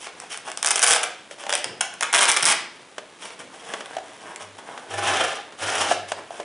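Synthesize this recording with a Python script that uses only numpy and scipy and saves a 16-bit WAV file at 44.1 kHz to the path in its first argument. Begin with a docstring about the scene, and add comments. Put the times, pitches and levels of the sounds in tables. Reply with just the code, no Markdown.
"""Peeling a hook-and-loop strap

Hands open a padded fabric brace over a table in a small, bare room. Its strap is peeled in two pulls:
single hooks and whole patches let go as short bursts of coloured noise. The brace is turned over: cloth
rustles as swelling noise, padding bumps, and plastic fittings knock with dying sine tones. The strap is drawn
out through its ring in two strokes of rasping, hissing noise, while the table booms on one low wavering tone."""
import sys
import numpy as np
from scipy import signal
from scipy.fft import rfft, irfft, next_fast_len
from scipy.io import wavfile
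from scipy.ndimage import map_coordinates

SR = 44100
rng = np.random.default_rng(int(sys.argv[2]) if len(sys.argv) > 2 else 0)


def unload_audio(sound):
    """Save the sound as a 16-bit wav file, at the path given as the first command line argument."""
    columns = np.transpose(np.atleast_2d(sound))
    # keep every value between -1 and 1, then stretch to whole-number steps
    steps = np.round(np.clip(columns, -1, 1) * 32767)
    wavfile.write(sys.argv[1], SR, steps.astype(np.int16))


N = 284180  # length of the scene in samples

# Hands sliding on the cloth. Each row: start in seconds, length in seconds,
# relative level of the dull rub in dB, relative level of the light brush in dB.
SLIDES = [(0.0, 0.1, -46.5, -35.5), (0.158, 0.13, -43.5, -47.5), (0.294, 0.088, -44, -31.5),
          (0.448, 0.055, -32, -35.5), (1.303, 0.048, -52.5, -43.5), (1.378, 0.097, -38, -40),
          (1.481, 0.05, -32, -33), (1.673, 0.1, -44, -61), (1.913, 0.0564, -41.5, -60),
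          (3.195, 0.15, -40, -39), (3.388, 0.06, -40, -39), (3.489, 0.39, -45, -49.5),
          (3.627, 0.26, -39, -43.5), (3.883, 0.093, -33.5, -40.5), (3.993, 0.38, -43, -49),
          (4.181, 0.3, -43, -53.5), (4.396, 0.065, -39.5, -40.5), (4.58, 0.034, -39.5, -45.5),
          (4.617, 0.33, -39, -49), (5.445, 0.19, -48.5, -72), (6.081, 0.04, -57, -33.5),
          (6.162, 0.071, -32.5, -45.5), (6.308, 0.24, -39.5, -43.5)]
# Colour of a hard little click. Each row: frequency in Hz, level in dB.
CLICK_COLOUR = [(300, -5.5), (600, 1.5), (900, -5), (1300, 0), (1800, -2), (2400, -5.5), (3100, -4),
                (4200, -14.5), (5800, -10.5), (10000, -20)]


def snaps():
    """Single sharp snaps of hooks, most during the pulls, a few faint ones before and after."""
    # Each row: time in seconds, energy of the tick in dB, energy of the fabric's body in dB.
    single_hooks = [(0.201, -10.5, -15), (0.3752, -8.5, -11.5), (0.5742, -2.5, -7), (0.6286, 4.5, 3),
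                    (0.647, 1.5, 3), (0.6603, 4.5, 2), (0.6647, 5, 1), (0.6725, 6, 1.5), (0.6804, -3.5, 1),
                    (0.687, 1, -3), (0.758, 6, 4), (0.7613, 3, -5), (0.7794, -7, 4), (0.7937, 4, 1),
                    (0.8199, 5, 2.5), (0.8278, 3, 3.5), (0.8657, 6, 5.5), (0.9356, 5, 7.5),
                    (0.9615, -16, 8), (1.494, -15, 2.5), (1.505, -14, -1), (1.5263, 0.5, 7),
                    (1.5373, -0.5, 4.5), (1.5527, 5, 5.5), (1.6434, 1.5, 2), (1.8088, 0, 5.5),
                    (1.8119, 6, 5), (1.9392, -14.5, -13), (2.0094, 1, 2.5), (2.0264, 0, 3.5),
                    (2.032, 1, 6.5), (2.1388, 3.5, 10.5), (2.162, 5, 3), (2.2549, 3.5, -1), (2.3164, 8, -4),
                    (2.322, 2.5, -11), (2.4076, -9, 0), (2.442, -1, 2.5), (2.4543, 11, -2), (2.526, 0, 4.5),
                    (3.859, -18, -13), (4.3605, -11.5, -13), (6.119, -7, -15.5)]
    times, tick_db, body_db = np.transpose(single_hooks)
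    return hooks(times, amp(tick_db), amp(body_db))


def tears(hooks_per_second=300, spread_db=1.0, growth_db=1.0):
    """Each hook that lets go overloads its neighbours, so a patch goes in one slightly growing rush."""
    # Each row: start in seconds, length in seconds, level of the ticks in dB, level of the body in dB.
    patches = [(0.705, 0.014, -17, -18.5), (0.827, 0.019, -14, -15.5), (0.872, 0.02, -17, -19),
               (0.897, 0.041, -19.5, -19), (0.944, 0.028, -27, -26), (1.029, 0.01116, -24, -20),
               (2.126, 0.0076, -20.5, -20.5), (2.143, 0.014, -17.5, -16), (2.178, 0.018, -21.5, -19),
               (2.207, 0.032, -19, -19), (2.278, 0.012, -24, -22), (2.286, 0.018, -17, -17),
               (2.364, 0.0096, -18.5, -18), (2.426, 0.0086, -19, -21.5), (2.457, 0.07, -20.5, -20.5)]
    rows = []
    for start, length, tick_db, body_db in patches:
        count = max(2, round(length * hooks_per_second))
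        progress = (np.arange(count) + rng.uniform(0, .8, count)) / count
        uneven = amp(spread_db * rng.standard_normal(count) + growth_db * progress)
        # longer patches hold more energy, shared out among their hooks
        share = unit(uneven) * np.sqrt(length * SR / count)
        rows.append([start + length * progress, share * amp(tick_db), share * amp(body_db)])
    return hooks(*np.hstack(rows))


def strays(strays_per_second=70, spread_db=5.5, body_db=0.5):
    """Weaker hooks let go at random all along the peeling edge."""
    # Pulls on the strap. Each row: start in seconds, end in seconds, typical energy of a hook's tick in dB.
    pulls = [(0.5, 0.541, -20), (0.758, 0.996, -9.5), (1.497, 1.594, -12.5), (2.151, 2.519, -8.5)]
    rows = []
    for start, end, db in pulls:
        count = max(2, round((end - start) * strays_per_second))
        progress = (np.arange(count) + rng.random(count)) / count
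        sizes = amp(db + spread_db * rng.standard_normal(count))
        rows.append([start + (end - start) * progress, sizes])
    times, sizes = np.hstack(rows)
    return hooks(times, sizes, sizes * amp(body_db))


def hooks(times, tick, body):
    """A freed hook ticks sharply, and the fabric behind it springs back, higher in pitch when taut."""
    # How taut the strap is held. Each row: time in seconds, tautness from 0 to 1.
    tension = [(0, 0.21), (1.9, 0), (2.12, 0.78), (2.35, 1), (2.45, 0.44), (2.6, 0.9)]
    # Colours of the tick, the slack fabric and the taut fabric. Each row: frequency in Hz, level in dB.
    tick_colour = [(1500, -34), (3200, -11.5), (4300, -20), (5300, 2), (7000, -4), (8800, 2.5), (10500, 0),
                   (12500, -22)]
    slack_colour = [(40, -24), (170, -24), (500, -3.5), (750, 2.5), (1000, -1.5), (1550, 4), (2100, -2.5),
                    (2600, 0.5), (3300, 3), (4200, -12), (7000, -6)]
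    taut_colour = [(40, -27), (170, -15), (500, -11), (850, -2.5), (1550, 0), (1800, -4), (2200, 1.5),
                   (2600, -5), (3200, 0), (4200, -11), (7000, -47)]
    taut = np.clip(np.interp(times, *np.transpose(tension)), 0, 1)
    ticks = bursts(times, tick, tick_colour, life=0.0006, vary=0.06)
    slack_fabric = bursts(times, body * np.sqrt(1 - taut), slack_colour, life=0.0023, vary=0.018)
    taut_fabric = bursts(times, body * np.sqrt(taut), taut_colour, life=0.0023, vary=0.018)
    return high_pass(ticks, corner_hz=1480) + high_pass(slack_fabric + taut_fabric, corner_hz=284)


def strap():
    """The weave rasps and hisses over the ring, both as strongly as it is pulled."""
    # One list for each stroke. Each row: time in seconds, strength of the pull in dB.
    strokes = [
        [(4.885, -48), (4.91, -29.5), (5.01, -26.5), (5.075, -17.5), (5.15, -23.5), (5.236, -17.5),
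         (5.31, -32.5), (5.37, -29), (5.46, -69)],
        [(5.57, -62), (5.59, -31), (5.656, -25.5), (5.816, -21.5), (5.868, -26), (5.916, -17), (5.954, -35.5),
         (6.05, -63)],
    ]
    # Hiss of the weave relative to the pull, one value in dB for each stroke.
    hiss_db = [-9, -7]
    # Colours of the rasp and the hiss. Each row: frequency in Hz, level in dB.
    rasp_colour = [(71, -45), (120, -19.5), (160, -20.5), (228, -18), (394, -7.5), (569, -6.5), (673, -2.5),
                   (833, 0.5), (913, -7), (1420, -3.5), (1790, -5), (1960, -10), (3190, -5.5),
                   (4260, -19.5), (4600, -27.5), (5980, -45.5), (10100, -120)]
    hiss_colour = [(1500, -60), (3500, -25), (4600, -2.5), (5500, 3.5), (7400, -1.5), (9300, 0),
                   (11000, -1)]
    t = np.arange(N) / SR
    pull_db = [np.interp(t, *np.transpose(rows), left=-120, right=-120) for rows in strokes]
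    pulls = amp(np.array(pull_db))
    rasp = amp(-5.0) * pulls.sum(axis=0) * friction(rasp_colour, grain_db=2.0)
    hiss = amp(hiss_db) @ pulls * friction(hiss_colour, grain_db=3.0)
    drag = amp(2.6 * wobble(70))  # the drag flutters
    return drag * (rasp + hiss)


def knocks(ring_t60=0.041, rise=0.00079, upper=1.11):
    """A fitting clacks and two close modes of the hollow plastic ring briefly."""
    # Each row: time in seconds, level in dB, pitch of the hollow ring in Hz, clack relative to the ring in dB.
    fittings = [(0.236, -29.5, 790, -15), (0.476, -26, 801, -13), (1.311, -36, 510, 3),
                (1.466, -22.5, 813.4, -6), (2.982, -23.5, 620, -1.5), (3.737, -24, 570, 2),
                (3.807, -36.5, 626, 8.5), (3.967, -16, 687, -12.5), (3.984, -23.5, 739, -9),
                (4.777, -39, 903, 8.5), (5.523, -43.5, 676, 5.5), (5.913, -5, 706, -26),
                (5.92, -17, 765, -1.5), (6.119, -18.5, 648, -1.5), (6.306, -22, 678, -16.5),
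                (6.4, -21.5, 690, -9)]
    times, ring_db, pitch_hz, clack_db = np.transpose(fittings)
    rings = np.zeros(N + SR)
    t = np.arange(SR // 5) / SR
    envelope = amp(-60 * t / ring_t60) * (1 - np.exp(-t / rise))
    for start, db, hz in zip(times, ring_db, pitch_hz):
        modes = np.sin(2 * np.pi * hz * t) + amp(-7) * np.sin(2 * np.pi * hz * upper * t)
        rings[round(start * SR):][:len(t)] += amp(db) * modes * envelope
    # 22 dB turns a level into the energy of a burst
    clacks = bursts(times, amp(ring_db + clack_db + 22), CLICK_COLOUR, life=0.0048, vary=0.023)
    return high_pass(rings[:N] + clacks, corner_hz=260)


def handling(rise=0.23, fade=0.59):
    """Palms rub the padding and fingers brush the nylon."""
    # Colours of the dull rub and the light brush. Each row: frequency in Hz, level in dB.
    rub_colour = [(53, -51), (90, -17), (215, -8.5), (423, -3.5), (460, 0), (538, -5), (664, 3), (1170, -1),
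                  (1340, -7), (1570, -0.5), (2600, -15), (3380, -17), (5720, -120)]
    brush_colour = [(200, -64), (900, -1.5), (1800, -5), (2600, -0.5), (3300, 3), (4250, -15), (5400, -2.5),
                    (7200, -7.5), (9000, -4), (11000, -6.5)]
    rub, brush = sum(amp([[rub_db], [brush_db]]) * swell(start, length, rise, fade)
                     for start, length, rub_db, brush_db in SLIDES)
    grip = amp(2.44 * wobble(45))  # the grip varies
    rubbing = amp(-4.5) * rub * friction(rub_colour, grain_db=5.5)
    brushing = amp(-0.5) * brush * friction(brush_colour, grain_db=3.5)
    return grip * (rubbing + brushing)


def creases(creases_per_second=15, over_brush_db=23, spread_db=3.5):
    """Stiff nylon ticks faintly as it bends under the sliding fingers."""
    rows = []
    for start, length, rub_db, brush_db in SLIDES:
        count = int(np.ceil(length * creases_per_second))
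        times = start + length * rng.uniform(.1, .8, count)
        sizes = amp(brush_db + over_brush_db + spread_db * rng.standard_normal(count))
        rows.append([times, sizes])
    times, sizes = np.hstack(rows)
    return high_pass(bursts(times, sizes, CLICK_COLOUR, life=0.0019, vary=0.23), corner_hz=500)


def bumps():
    """Padding meets the table: a dull push with no ring."""
    # Each row: time in seconds, relative level in dB.
    soft_hits = [(1.657, -26), (1.705, -28.5), (2.43, -22.5), (2.48, -24.5), (3.389, -33), (3.45, -35.5)]
    # Colour of the push. Each row: frequency in Hz, level in dB.
    thud_colour = [(50, -37), (110, -3.5), (170, -0.5), (280, -3.5), (600, -2), (1500, -62)]
    times, db = np.transpose(soft_hits)
    thuds = bursts(times, amp(db + 14), thud_colour, life=0.027, vary=0.099, size=4096)
    return high_pass(thuds, corner_hz=70)


def table(boom_hz=99, rise=0.25, fade=0.86):
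    """The table's lowest mode, stirred unevenly by the brace pressed on it."""
    # The brace pressed along the table top. Each row: start in seconds, length in seconds, relative level in dB.
    presses = [(4.4, 0.22, -59), (4.888, 0.26, -44), (5.05, 0.27, -51), (5.604, 0.17, -50),
               (5.74, 0.27, -53), (5.908, 0.43, -56.5)]
    phase = 2 * np.pi * boom_hz * np.arange(N) / SR + 0.87 * wobble(9)
    pressure = sum(amp(db) * swell(start, length, rise, fade) for start, length, db in presses)
    unevenness = amp(3.0 + 2.2 * wobble(16))
    return unevenness * pressure * unit(np.sin(phase))


def room(x, wet_db=-2.5, count=20):
    """The echo is made of equal blocks, each with a fresh random tail; it is mostly alike on both sides."""
    # How far left and right differ. Each row: frequency in Hz, side relative to mid in dB.
    width = [(120, -6), (600, -28.5), (2000, -26), (5000, -12), (10000, -8)]
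    out = np.zeros((2, N + 2 * SR))
    step = N // count + 1
    for start in range(0, N, step):
        echo = signal.fftconvolve(x[None, start:start + step], tail(gap=0.002, build=0.004), axes=1)
        out[:, start:start + echo.shape[1]] += echo
    mid, side = amp(wet_db) * out[:, :N]
    side = filtered(side, lambda hz: amp(along(width, hz)))
    return np.array([mid + side, mid - side])


def tail(gap, build, early_db=2.5, early_s=0.012):
    """One answer of the walls as (mid, side): it builds after a short gap, then each pitch dies at its own pace."""
    # How fast the echo dies. Each row: frequency in Hz, time to fall by 60 dB in seconds.
    decay = [(200, 0.99), (530, 0.42), (1400, 0.49), (2400, 0.55), (4500, 0.53), (9700, 0.29)]
    # Strength of the room's answer. Each row: frequency in Hz, level in dB.
    answer = [(100, -8.5), (500, 4), (1200, -0.5), (2400, -0.5), (3300, -3.5), (4300, 1), (5400, -5),
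              (10000, -6)]
    noise = rng.standard_normal((2, SR * 3 // 4))
    hz, t, z = signal.stft(noise, SR, nperseg=256)
    echo = signal.istft(z * amp(-60 * t / along(decay, hz)[:, None]), SR, nperseg=256)[1]
    age = np.arange(echo.shape[1]) / SR
    onset = np.clip((age - gap) / build, 0, 1)
    near_walls = amp(early_db * np.exp(-age / early_s))  # the earliest echoes are stronger
    echo *= onset * near_walls
    return filtered(unit(echo) / np.sqrt(echo.shape[1]), lambda f: amp(along(answer, f)))


def still_air():
    """Steady soft noise: one part shared by both sides and a fainter part of each side's own."""
    # Colour of the air. Each row: frequency in Hz, level in dB.
    air_colour = [(15, -48), (25, -15), (48, -19.5), (189, -7), (256, -7), (290, -5), (435, -4.5),
                  (2490, -11), (3820, -13.5), (4230, -17), (10500, -20), (13600, -76), (22000, -120)]
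    shared = amp(-48.5) * friction(air_colour, grain_db=3)
    separate = amp(-64.0) * np.array([friction(air_colour, grain_db=4.0) for side in 'LR'])
    return high_pass(shared + separate, corner_hz=70, order=1)


def friction(spectrum, grain_db):
    """Noise made of countless small slips of uneven size, coloured, rms 1."""
    sizes = amp(grain_db * np.repeat(rng.standard_normal(N // 32 + 1), 32)[:N])
    return unit(filtered(sizes * rng.standard_normal(N), lambda hz: amp(along(spectrum, hz))))


def bursts(times, sizes, spectrum, life, vary, size=1024):
    """Short dying bursts of energy sizes squared, each with its colour shifted a little."""
    lead = size // 8  # room left ahead of each burst
    t = np.maximum(np.arange(size) - lead, 0) / SR
    hz = np.fft.rfftfreq(size, 1 / SR)
    shift = np.exp(vary * rng.standard_normal((len(times), 1)))
    colour = amp(along(spectrum, hz * shift))
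    envelope = np.exp(-t / life) * (1 - np.exp(-t / .00005))
    blow = rfft(rng.standard_normal((len(times), size)) * envelope)
    # partly evens out the noise spectrum, so each burst keeps close to its colour
    blow = blow / (np.abs(blow) + 1e-9) ** 0.32
    rows = unit(irfft(blow * colour)) * sizes[:, None] / np.sqrt(size)
    at = np.round(times * SR).astype(int)[:, None] - lead + np.arange(size)
    return np.bincount(at.ravel(), rows.ravel(), N)[:N]


def swell(start, length, rise, fade):
    """Gain of one hand movement: it speeds up for a share (rise) of its length, then slows to rest."""
    progress = (np.arange(N) / SR - start) / length
    return np.interp(progress, [0, rise, 1], [0, 1, 0]) ** fade  # the power fade rounds the shape


def wobble(rate):
    """A smooth random curve, rate knots a second."""
    knots = rng.standard_normal(int(N * rate / SR) + 4)
    return map_coordinates(knots, [np.arange(N) * rate / SR])


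def high_pass(x, corner_hz, order=3):
    """Takes away the bass below the corner."""
    return signal.sosfilt(signal.butter(order, corner_hz, 'high', fs=SR, output='sos'), x)


def filtered(x, response):
    """x with each frequency scaled by the given response."""
    m = next_fast_len(x.shape[-1] + 8192)
    return irfft(rfft(x, m) * response(np.fft.rfftfreq(m, 1 / SR)), m)[..., :x.shape[-1]]


def along(points, hz):
    """(Hz, value) points read on a log axis."""
    f, v = np.transpose(points)
    return np.interp(np.log(hz + 1), np.log(f + 1), v)


def unit(x):
    """Each row scaled to rms 1."""
    return x / np.sqrt(np.mean(x ** 2, axis=-1, keepdims=True) + 1e-20)


def amp(db):
    """Decibels to gain."""
    return 10 ** (np.asarray(db) / 20)


def scene():
    """The brace in front of the microphone, the table, the room and its still air."""
    peeling = snaps() + tears() + strays()
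    fabric = peeling + handling() + creases() + strap() + bumps()
    fittings = knocks()
    echoes = room(fabric + .5 * fittings)
    return fabric + fittings + echoes + table() + still_air()


def record(dry, top_hz=10450):
    """The sharpest peaks are rounded off, and the sound is cut steeply above the band limit."""
    rounded = dry / (1 + np.abs(dry / .72) ** 4) ** (1 / 4)
    # 1 dB less for every 9 Hz above the limit, down to -120 dB
    return filtered(rounded, lambda hz: amp(-np.clip((hz - top_hz) / 9, 0, 120)))


dry = scene()
out = record(dry)
unload_audio(out)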